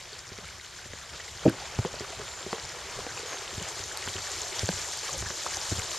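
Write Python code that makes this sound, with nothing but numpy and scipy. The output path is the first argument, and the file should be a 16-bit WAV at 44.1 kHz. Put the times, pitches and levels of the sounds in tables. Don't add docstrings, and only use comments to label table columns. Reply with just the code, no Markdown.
import sys
import numpy as np
from scipy import signal
from scipy.fft import rfft, irfft, next_fast_len
from scipy.io import wavfile
from scipy.ndimage import uniform_filter1d, map_coordinates

SR = 44100
rng = np.random.default_rng(int(sys.argv[2]) if len(sys.argv) > 2 else 0)


def transcribe(signal):
    frames = np.atleast_2d(signal).T
    limited = np.clip(frames, -1, 1)
    pcm = np.round(limited * 32767).astype(np.int16)
    wavfile.write(sys.argv[1], SR, pcm)


def volts_from_db(level):
    exponent = np.asarray(level, float) / 20
    return 10 ** exponent


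N = 263718

# frequency in Hz, level in dB.
PORT_HISS = [(30, -47), (100, -48), (220, -51), (600, -52), (1200, -62), (3000, -58), (8000, -62)]

# start in seconds, length in seconds, level in dB, from pitch in Hz, to pitch in Hz.
TRILLS = [
    (2.25, .17, -47, 7000, 7270),
]
WHISTLES = [
    (3.26, .11, -42, 7100, 6400),
    (3.41, 0.041, -53, 6500, 6500),
]

# frequency in Hz, density in dB per Hz.
HUM = [(25, 0), (48, -4.5), (70, 4), (100, 1.5), (160, -7.5), (260, -15), (340, -47), (600, -120)]
GURGLE = [(100, -90), (200, -45), (290, -9.5), (370, -4.5), (600, -3), (1000, -0.5), (1600, -4),
          (3000, -7.5), (5000, -90)]
RUSH = [(200, -80), (500, -45), (900, -12), (1500, -2), (2300, -2), (2700, -5), (3200, -1.5), (5000, -4.5),
        (9000, -18.5), (12000, -56)]
SPRAY = [(600, -80), (1800, -68), (3000, -6.5), (4500, -2), (6000, 1), (7400, 2), (8300, -6), (9300, -8),
         (10100, -19), (11400, -10.5), (12300, -17), (13100, -43), (15000, -59)]

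# start in seconds, level in dB.
SWAYS = [(0.01, -58), (.32, -54), (.42, -49), (.93, -50), (1.14, -59), (1.33, -53), (1.46, -44.5),
         (1.6, -52), (1.79, -37), (1.94, -47), (2.2, -43), (2.47, -55), (2.65, -49), (2.87, -54),
         (2.99, -49), (3.17, -55), (3.57, -42), (3.81, -51), (4.07, -47), (4.17, -49), (4.37, -55),
         (4.47, -58), (4.63, -31), (4.76, -53), (4.96, -58), (5.139, -43), (5.22, -28), (5.53, -54),
         (5.72, -42), (5.79, -40)]
SWAY_RISE_S, SWAY_T60_S = 0.03, 0.4

# time in seconds, level in dB.
NEAR = [(0.0, -42.5), (0.23, -46), (0.95, -43.5), (1.63, -42), (1.9, -42), (2.55, -40.5), (3.51, -40),
        (4.73, -36.5), (5.25, -38.5), (5.7, -36.5), (5.98, -38)]
GURGLE_DB, RUSH_DB, SPRAY_DB = -3.5, -5, -2.5
GURGLE_GROWS, RUSH_GROWS, SPRAY_GROWS = 0.38, 0.67, 1.25
BRIDGE_S, BRIDGE_SPAN_S, BRIDGE_DB = 1.39, 0.07, 6
RIFFLE_S, RIFFLE_SPAN_S, RIFFLE_DB = 4.2, 0.96, 3.5

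# start in seconds, peak level in dB.
SPITS = [(0.1885, -40), (0.4803, -41), (1.2675, -55), (1.2855, -42), (1.4965, -33), (2.1231, -43),
         (2.156, -47), (2.2169, -45), (2.4877, -46), (2.616, -42), (2.9796, -47), (3.5059, -52),
         (3.5972, -42), (3.6252, -33), (3.8417, -41), (3.8581, -35), (3.902, -39), (3.9735, -28),
         (4.0602, -46), (4.0856, -35), (4.1864, -45), (4.3161, -41), (4.3365, -45), (4.3964, -36),
         (4.6404, -40), (4.6588, -38), (4.9726, -30), (5.0818, -38), (5.0993, -32), (5.18, -26),
         (5.2121, -32), (5.3692, -41), (5.4615, -47), (5.5238, -42), (5.5433, -37), (5.5613, -35),
         (5.676, -34), (5.7643, -36), (5.9289, -36), (5.9529, -35)]

# start in seconds, peak level in dB, pitch in Hz.
SPLASHES = [(0.191, -21.5, 5070), (0.2778, -25, 5600), (0.378, -23, 5670), (1.393, -27, 3100),
            (1.958, -25, 4540), (1.9884, -24, 4360), (1.9967, -18.5, 4970), (2.598, -23, 4800),
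            (4.588, -20, 4900), (2.72, -22, 7100), (2.805, -24, 7100), (2.99, -24, 7300),
            (2.6512, -20, 4900), (3.175, -25.5, 2500), (3.192, -25, 4460), (3.626, -15.5, 6840),
            (3.687, -17, 7100), (3.792, -18, 5300), (3.8382, -14, 6300), (3.9724, -19, 4240),
            (4.0857, -21, 2990), (4.3166, -15, 7200), (4.417, -11, 6740), (4.594, -18, 6000),
            (4.673, -14, 7200), (4.727, -17, 7160), (4.6573, -12.5, 6550), (4.689, -16, 4430),
            (4.7466, -35, 7470), (5.13, -14, 6200), (5.135, -14, 7300), (5.117, -21, 6200),
            (5.3008, -16, 6010), (5.5695, -11, 5900), (5.545, -16, 6000), (.29, -26, 5040),
            (.3591, -28, 5930), (.1306, -22, 4440), (1.6791, -33, 2970), (2.1036, -26, 6150),
            (3.5977, -27, 3040), (4.1644, -22, 2930), (4.2243, -22, 5960), (4.362, -19, 6790),
            (4.99, -16, 6200), (5.19, -14, 6500), (5.205, -15, 6800), (5.6138, -14, 5230),
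            (5.7928, -10, 7180)]
SMALL_DB, SMALL_HZ, SMALL_SPREAD = -29, 5800, 0.25

# start in seconds, peak level in dB, pitch in Hz, length in cycles.
BUBBLES = [(0.126, -37, 427, 6), (1.132, -19, 2170, 3), (1.2, -26.5, 1880, 9.7), (1.279, -27, 2050, 9.2),
           (1.619, -32, 795, 13), (2.046, -26, 1150, 5), (2.103, -30, 402, 3.9), (2.128, -28.5, 665, 7.1),
           (3.194, -30.5, 443, 5), (3.231, -27, 455, 4.1), (3.255, -31.5, 462, 7.1), (3.342, -26, 670, 3),
           (4.269, -27, 1770, 13), (4.56, -29, 964, 5.6), (4.885, -23.5, 990, 5.4),
           (5.091, -24.5, 1120, 9.5), (5.158, -32, 530, 7.5), (5.259, -15, 1510, 2.9), (5.443, -33, 590, 9),
           (5.569, -24, 765, 5.2), (5.797, -22, 1640, 3.4), (5.946, -20.5, 1070, 4.1)]

# start in seconds, peak
# level in dB, pitch in Hz, 60 dB decay in seconds, pitch rise as a ratio.
GLUGS = [(1.479, -25, 2600, .012, .05), (1.497, -26, 1500, .016, .09), (1.792, -32, 1300, .015, .1),
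         (2.018, -33, 390, .09, .02), (2.197, -33, 420, .08, .02), (2.5305, -26, 1080, .016, .05),
         (2.533, -28, 450, .08, .02), (3.104, -28, 1250, .012, .4), (3.109, -31, 1700, .01, .1),
         (4.317, -43, 67, .15, .02), (4.692, -27, 190, .08, .01), (5.175, -34, 72, .16, .02),
         (5.265, -29, 1700, .03, .12), (5.463, -19, 870, .026, 1.15), (5.722, -30, 260, .05, .02),
         (1.462, -23, 115, .1, .02),
    (1.857, -25, 470, .07, .2),
]

# centre in seconds, level in dB, length in seconds.
SCUFFS = [
    (1.135, -46.5, 0.078),
    (1.2, -47, 0.026),
    (1.487, -35, 0.031),
    (2.045, -39, 0.012),
    (2.207, -43.5, 0.064),
    (3.115, -40, 0.014),
    (3.333, -38, 0.064),
    (4.157, -46, 0.025),
    (5.468, -38.5, 0.025),
    (5.787, -39, 0.014),
]

# start in seconds, level in dB.
SNAPS = [
    (1.136, -32),
    (1.497, -30),
    (1.789, -31),
    (3.902, -33),
    (4.5937, -14),
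    (4.6893, -21),
    (5.571, -28),
]

# start in seconds, peak level in dB, pitch in Hz, length in cycles.
TAPS = [(.859, -41, 350, 2), (.9335, -29, 2000, 5), (.936, -33, 424, 2.6), (1.79, -28, 646, 2.6),
        (1.8485, -26, 900, 3.4), (1.941, -25, 480, 1.5), (2.5292, -14, 1100, 2.1), (3.579, -33, 130, 1.8),
        (2.989, -27.5, 450, 2), (3.068, -29, 600, 1.8), (4.0766, -25.5, 446, 1.7), (4.631, -25, 500, 1.6),
        (4.69, -16, 2300, 2), (4.6896, -17.5, 1520, 3.2), (4.6897, -18, 604, 1.8), (5.224, -30, 1300, 2.6),
        (5.4641, -20.5, 1200, 3), (5.718, -23, 330, 2.1), (5.7968, -22, 2300, 4), (5.799, -32, 1420, 4),
        (5.863, -28, 3100, 6.7), (5.707, -38, 1090, 6), (1.83, -36, 1280, 6), (3.915, -30, 1620, 6),
        (4.026, -29, 2220, 6.5), (.598, -33, 2100, 7.3), (.647, -34, 3100, 9), (.612, -30, 3900, 7.4)]

# start in seconds, blow level in dB, contact in milliseconds.
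BOUNCES = [
    (1.4529, -5.5, 1.47),
    (1.46, -4, 0.61),
    (1.4659, -18, 1.24),
    (1.4737, -1.5, 2.7),
    (1.4796, -17, 2.9),
    (1.4911, -20, 1.9),
    (1.499, -25, 1.6),
    (1.521, -28, 2.3),
    (1.539, -32.5, 1.6),
]
# frequency in Hz, level in dB, 60 dB decay in seconds.
LOOSE = [(114, 0.5, 0.051), (208, 2.5, 0.063), (269, 0, 0.1), (330, 1.5, 0.091), (388, -1, 0.18),
         (508, 9, 0.032), (641, 1, 0.064), (780, -3, 0.042), (880, -8, .022), (1270, -13, 0.031),
         (1670, -22, .02), (2500, -5, .015)]

# start in seconds, board knock in dB, beam thump in dB, beam pitch in Hz, sole slap in dB.
HEELS = [(0.317, -39, -44, 100, -46), (0.856, -45, -49, 107, -48), (0.933, -43, -43, 75.4, -36),
         (1.787, -29, -22, 116, -24), (2.006, -30.5, -46, 115, -29), (2.192, -43, -63, 80.7, -36),
         (2.989, -31, -47, 110, -39), (3.529, -36.5, -86, 67.3, -45), (3.578, -39, -38.5, 81, -34.5),
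         (4.074, -33.5, -58, 94.2, -24.5), (4.154, -32, -41, 88, -39), (4.182, -43, -50, 82, -27),
         (4.631, -37, -27.5, 105, -36), (4.642, -47, -35, 100, -47), (4.734, -48, -41, 75, -55),
         (4.766, -57, -45, 80.4, -55), (5.262, -50, -39, 85, -50), (5.749, -50, -42, 100, -50),
         (3.8, -57, -42, 72, -55), (5.223, -33.5, -37, 86.1, -29), (5.303, -34, -50, 88.8, -25),
         (5.718, -27, -28, 98, -43), (5.784, -44, -33, 96.4, -44), (5.773, -55, -42, 90, -55)]
# start in seconds, board knock in dB, board pitch in Hz, joist thump in dB, sole slap in dB.
TOES = [(0.385, -38.5, 420, -55, -34), (0.424, -48, 597, -52, -62), (1.849, -24, 394, -36, -29),
        (1.938, -41, 605, -49, -46), (2.463, -28, 390, -51, -47), (2.528, -24, 384, -53, -19),
        (2.581, -41, 590, -54, -30.5), (3.065, -29.5, 488, -65, -27), (3.613, -36, 384, -43.5, -37),
        (4.6881, -37, 500, -33.5, -14), (5.142, -32.5, 564, -51, -46)]
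PLANK_HZ, JOIST_HZ = 390, 169.4
# frequency in Hz, level in dB.
SLAP = [(120, -33), (300, -6.5), (600, -3.5), (1000, -9.5), (1600, -4.5), (2400, -11.5), (5000, -17),
        (9000, -38)]

# frequency in Hz, left-right correlation from 0 to 1.
ALIKE = [(5000, 0.85), (6200, 0.75), (7600, 1), (8300, 0.76), (9200, 0.27), (11000, 0.51), (13000, 0.1)]
# frequency in Hz, left over right in dB.
LEAN = [(5000, .4), (5800, 1.5), (7500, 3), (8800, 7.5), (9600, -1), (10600, 7), (11700, 2), (13000, 15)]
# frequency in Hz, phase lead in radians.
LEAD = [(7240, 0.24), (7840, 1.53), (8870, 0.34), (9300, 6.1), (9730, 6.8), (13200, 8.1)]
MONO_HZ, TOP_HZ = 4300, 13400


def unit(x):
    return x / np.sqrt(np.mean(x ** 2) + 1e-20)


def along(points, hz):
    f, v = np.transpose(points)
    return np.interp(np.log(hz + 1), np.log(f + 1), v)


def curves(rows):
    s, *cols = np.transpose(rows)
    return [np.interp(np.arange(N) / SR, s, c) for c in cols]


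def wobble(rate):
    knots = rng.standard_normal(int(N * rate / SR) + 4)
    return map_coordinates(knots, [np.arange(N) * rate / SR])


def onset(s, span):
    return 0.5 + 0.5 * np.tanh((np.arange(N) / SR - s) / span)


def filtered(x, response):
    m = 2 * next_fast_len(N // 2 + 4096)
    return irfft(rfft(x, m) * response(np.fft.rfftfreq(m, 1 / SR)), m)[..., :N]


def causal(points, hz):
    cepstrum = irfft(np.log(volts_from_db(along(points, hz))))
    cepstrum[1:len(hz)] *= 2
    cepstrum[len(hz):] = 0
    return np.exp(rfft(cepstrum))[:len(hz)]


def rings(s, db, hz, t60, attack, rise, size):
    columns = np.broadcast_arrays(s, db, hz, t60)
    s, db, hz, t60 = (np.asarray(v, float)[:, None] for v in columns)
    t = np.arange(size) / SR
    wave = np.sin(2 * np.pi * hz * t * (1 + rise * t / t60))
    wave = wave * volts_from_db(db - 60 * t / t60) * (1 - np.exp(-t / attack))
    at = (s * SR).astype(int) + np.arange(size)
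    return np.bincount(at.ravel(), wave.ravel(), N + size)[:N]


def call(rows, slur, attack, t60, rough_db, rough_hz, rate):
    t, out = np.arange(N) / SR, 0
    for s, length, db, from_hz, to_hz in rows:
        glide = np.exp(-np.maximum(t - s, 0) / (slur * length))
        hz = to_hz + (from_hz - to_hz) * glide + rough_hz * wobble(2 * rate)
        fade_db = -60 * np.maximum(t - s - length, 0) / t60
        shape = np.clip((t - s) / attack, 0, 1) * volts_from_db(db + fade_db + rough_db * wobble(rate))
        out = out + shape * np.sin(2 * np.pi * np.cumsum(hz) / SR)
    return out


def bird():
    whistle = call(WHISTLES, slur=0.25, attack=0.01, t60=0.08, rough_db=0.0, rough_hz=30.2, rate=59)
    trill = call(TRILLS, slur=0.45, attack=0.0092, t60=0.3, rough_db=2.5, rough_hz=110, rate=99)
    return whistle * volts_from_db([[-1.5], [1.5]]) + trill * volts_from_db([[-4], [3]])


def grains(count, hz, spread, cycles, scatter_db):
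    when, size = rng.random((2, count))
    pitch = np.clip(hz * np.exp(spread * rng.standard_normal(count)), hz / 2, 13000)
    db = -scatter_db * np.log(size + 1 / 30)
    length = int(SR * cycles / hz) + 8
    return unit(rings(when * N / SR, db, pitch, cycles / pitch, 0.0002, 0.28, size=length))


def droplet_pair(hz, spread, cycles, scatter_db):
    count = int(N / SR * 450)
    return np.array([grains(count, hz, spread, cycles, scatter_db) for _ in range(2)])


def water(spectrum, droplets, share, patchy_db):
    z = signal.stft(rng.standard_normal((2, N + 512)), nperseg=256)[2]
    field = uniform_filter1d(rng.standard_normal(z.shape[1:]), size=8, axis=0)
    field = uniform_filter1d(field, size=6, axis=1)
    noise = unit(signal.istft(z * volts_from_db(patchy_db * unit(field)), nperseg=256)[1][:, :N])
    share = np.clip(share, 0, 1)
    mixed = np.sqrt(1 - share) * noise + np.sqrt(share) * droplets
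    return unit(filtered(mixed, lambda hz: volts_from_db(along(spectrum, hz))))


def sway():
    t, out = np.arange(N) / SR, 0
    for s, db in SWAYS:
        rise = np.exp(-(np.minimum(t - s, 0) / SWAY_RISE_S) ** 2)
        out = out + rise * volts_from_db(min(db, -44) - 60 * np.maximum(t - s, 0) / SWAY_T60_S)
    return out


def deck_hum():
    level = volts_from_db(-54.5) + sway() * volts_from_db(-2.0 + 0.73 * wobble(24))
    return level * water(HUM, 0, share=0, patchy_db=-0.5)


def flow_levels():
    near_db, = curves(NEAR)
    mean_db, swing_db = near_db.mean(), near_db - near_db.mean()
    gurgle_db = mean_db + GURGLE_DB + GURGLE_GROWS * swing_db
    gurgle_db = gurgle_db - BRIDGE_DB * (1 - onset(BRIDGE_S, BRIDGE_SPAN_S))
    rush_db = mean_db + RUSH_DB + RUSH_GROWS * swing_db
    spray_db = mean_db + SPRAY_DB + SPRAY_GROWS * swing_db + RIFFLE_DB * onset(RIFFLE_S, RIFFLE_SPAN_S)
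    return gurgle_db, rush_db, spray_db


def stream():
    gurgle_db, rush_db, spray_db = flow_levels()
    surge = 0.53 * wobble(13) + 0.48 * wobble(30)
    spatter = droplet_pair(4530, 0.67, 4.3, 5.8)
    low_drops = droplet_pair(685.0, 0.523, 19.0, 2.2)
    mid_drops = droplet_pair(2206, 0.484, 31, 3.6) + 0.5 * spatter
    high_drops = droplet_pair(7630, 0.423, 26.5, 1.8) + 0.76 * spatter
    gurgle = water(GURGLE, low_drops, share=0.072, patchy_db=1.0)
    rush = water(RUSH, mid_drops, share=0.076, patchy_db=2.5)
    spray = water(SPRAY, high_drops, share=0.12, patchy_db=2.0)
    gurgle *= volts_from_db(gurgle_db - 1.5 + surge + 1.2 * wobble(16))
    rush *= volts_from_db(rush_db + 0.5 + surge + 0.9 * wobble(20))
    spray *= volts_from_db(spray_db - 1.5 + surge + 0.59 * wobble(45))
    return gurgle + rush + spray


def spits():
    s, db = np.transpose(SPITS)
    t = np.arange(200) / SR
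    at = (s[:, None] * SR).astype(int) + np.arange(len(t))
    puffs = volts_from_db(db[:, None] + 10.5 - 60 * t / 0.006) * rng.standard_normal((2, len(s), len(t)))
    pair = np.array([np.bincount(at.ravel(), p.ravel(), N)[:N] for p in puffs])
    colour = [(5500, -40), (7500, -2)] + [(f, db + 4.5) for f, db in SPRAY[6:]]
    return filtered(pair, lambda hz: volts_from_db(along(colour, hz)))


def splashes():
    when, size, pitch = rng.random((32, 3)).T
    small_s = np.sqrt(when) * N / SR
    small_hz = SMALL_HZ * np.exp(2 * SMALL_SPREAD * (pitch - 0.5))
    small = [small_s, SMALL_DB + 10 * (size - 0.5), small_hz]
    s, db, hz = np.hstack([np.transpose(SPLASHES), small])
    clicks = rings(s + 0.00073, db + 5.5, hz, 14 / hz, 0.0003, 0.025, size=400)
    clicks += rings(s + 0.0011, db - 15, 1.86 * hz, 6 / hz, 0.0001, 0.05, size=400)
    clicks += rings(s + 0.0008, db - 1.5, 0.77 * hz, 6 / hz, 0.00018, 0.05, size=400)
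    return clicks


def bubbles():
    s, db, hz, cycles = np.transpose(BUBBLES)
    return rings(s + 0.00105, db, hz, 3 * np.clip(cycles, 1, 20) / hz, 0.0013, 0.037, size=2000)


def glugs_and_creaks():
    s, db, hz, t60, rise = np.transpose(GLUGS)
    return rings(s, db + 0.5, hz, t60, 0.00061, rise[:, None], size=7000)


def scuffs():
    t = np.arange(N) / SR
    stroke = sum(volts_from_db(db) * np.exp(-(2.75 * (t - s) / length) ** 2) for s, db, length in SCUFFS)
    grit = volts_from_db(3.1 * wobble(400)) * rng.standard_normal(N)
    return stroke * unit(filtered(grit, lambda hz: volts_from_db(along(SLAP, hz))))


def snaps():
    s, db = np.transpose(SNAPS)
    swing = rings(s, db + 7.0, 5600, 0.0015, 0.00005, -0.1, size=120)
    rebound = rings(s + 0.00054, db, 3700, 0.0023, 0.0001, 0, size=120)
    return swing + rebound


def taps():
    s, db, hz, cycles = np.transpose(TAPS)
    return -rings(s, db + 4.5, hz, 2.7 * np.clip(cycles, 1, 20) / hz, 0.00036, -0.045, size=2500)


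def loose_board():
    hz, db, t60 = np.transpose(LOOSE)
    body = rings(0, db[1::2], hz[1::2], t60[1::2], 0.0004, 0, size=9000)
    body -= rings(0, db[::2], hz[::2], t60[::2], 0.00019, 0, size=9000)
    blows = np.zeros(N)
    for s, db, ms in BOUNCES:
        push = np.hanning(max(round(ms * SR / 1000), 5))
        blows[round(s * SR):][:len(push)] += volts_from_db(db - 13.0) * push / push.sum()
    return signal.fftconvolve(blows, body[:9000])[:N]


def contacts():
    heels = [(s, knock, PLANK_HZ, thump, hz, slap) for s, knock, thump, hz, slap in HEELS]
    toes = [(s, knock, hz, thump, JOIST_HZ, slap) for s, knock, hz, thump, slap in TOES]
    return np.transpose(heels + toes)


def sole_slap(s, slap_db):
    t = np.arange(600) / SR
    burst = volts_from_db(slap_db[:, None] + 14.0 - 60 * t / 0.0094) * rng.standard_normal((len(s), len(t)))
    burst[:, 0] = volts_from_db(slap_db + 16)
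    at = (s[:, None] * SR).astype(int) + np.arange(len(t))
    return filtered(np.bincount(at.ravel(), burst.ravel(), N), lambda hz: causal(SLAP, hz))


def steps():
    s, knock_db, board_hz, thump_db, beam_hz, slap_db = contacts()
    s = s + 0.00142
    modes = [(0.99, 2.5, 0.042), (1.494, -5.5, 0.026), (2.37, -10.0, 0.011), (0.626, -5.5, 0.032)]
    board = sum(rings(s, knock_db + db, ratio * board_hz, t60, 0.00059, -0.051, size=5000)
                for ratio, db, t60 in modes)
    beam = rings(s + 0.00083, thump_db + 14, beam_hz, 0.053, 0.0037, -0.027, size=6000)
    beam += rings(s + 0.00062, thump_db + 0.5, 1.79 * beam_hz, 0.048, 0.0024, -0.05, size=6000)
    return beam - board + sole_slap(s, slap_db)


def at_ports(sound):
    def turn(hz):
        return np.arccos(np.clip(along([(MONO_HZ, 1)] + ALIKE, hz), 0, 1 - 1 / 5000)) / 2

    def ports(hz):
        lean_db = along([(MONO_HZ, 0)] + LEAN, hz) * [[0.5], [-0.5]]
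        return volts_from_db(lean_db) * np.exp(along([(MONO_HZ, 0)] + LEAD, hz) * [[0.5j], [-0.5j]])

    mid, side = filtered(sound, lambda hz: np.array([np.cos(turn(hz)), np.sin(turn(hz))]))
    return filtered(np.array([mid + side, mid - side]), ports)


def scene():
    near = stream() + deck_hum() + spits()
    hits = splashes() + bubbles() + glugs_and_creaks()
    hits += scuffs() + snaps() + taps() + loose_board() + steps()
    near += np.array([hits, volts_from_db(-13.0) * np.roll(hits, SR // 500)])
    return at_ports(near) + bird()


def top_cut(x):
    return signal.sosfilt(signal.butter(12, 13590, fs=SR, output="sos"), x)


def record(dry):
    hiss = filtered(rng.standard_normal((2, N)), lambda hz: volts_from_db(along(PORT_HISS, hz)))

    def microphone(hz):
        notch = volts_from_db(-6.5 * np.exp(-((hz - 7880) / 110) ** 2))
        bass_cut = hz ** 2 / (30 ** 2 + hz ** 2)
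        return notch * (hz < TOP_HZ) * bass_cut

    return top_cut(filtered(dry + hiss, microphone))


dry = scene()
out = record(dry)
transcribe(out)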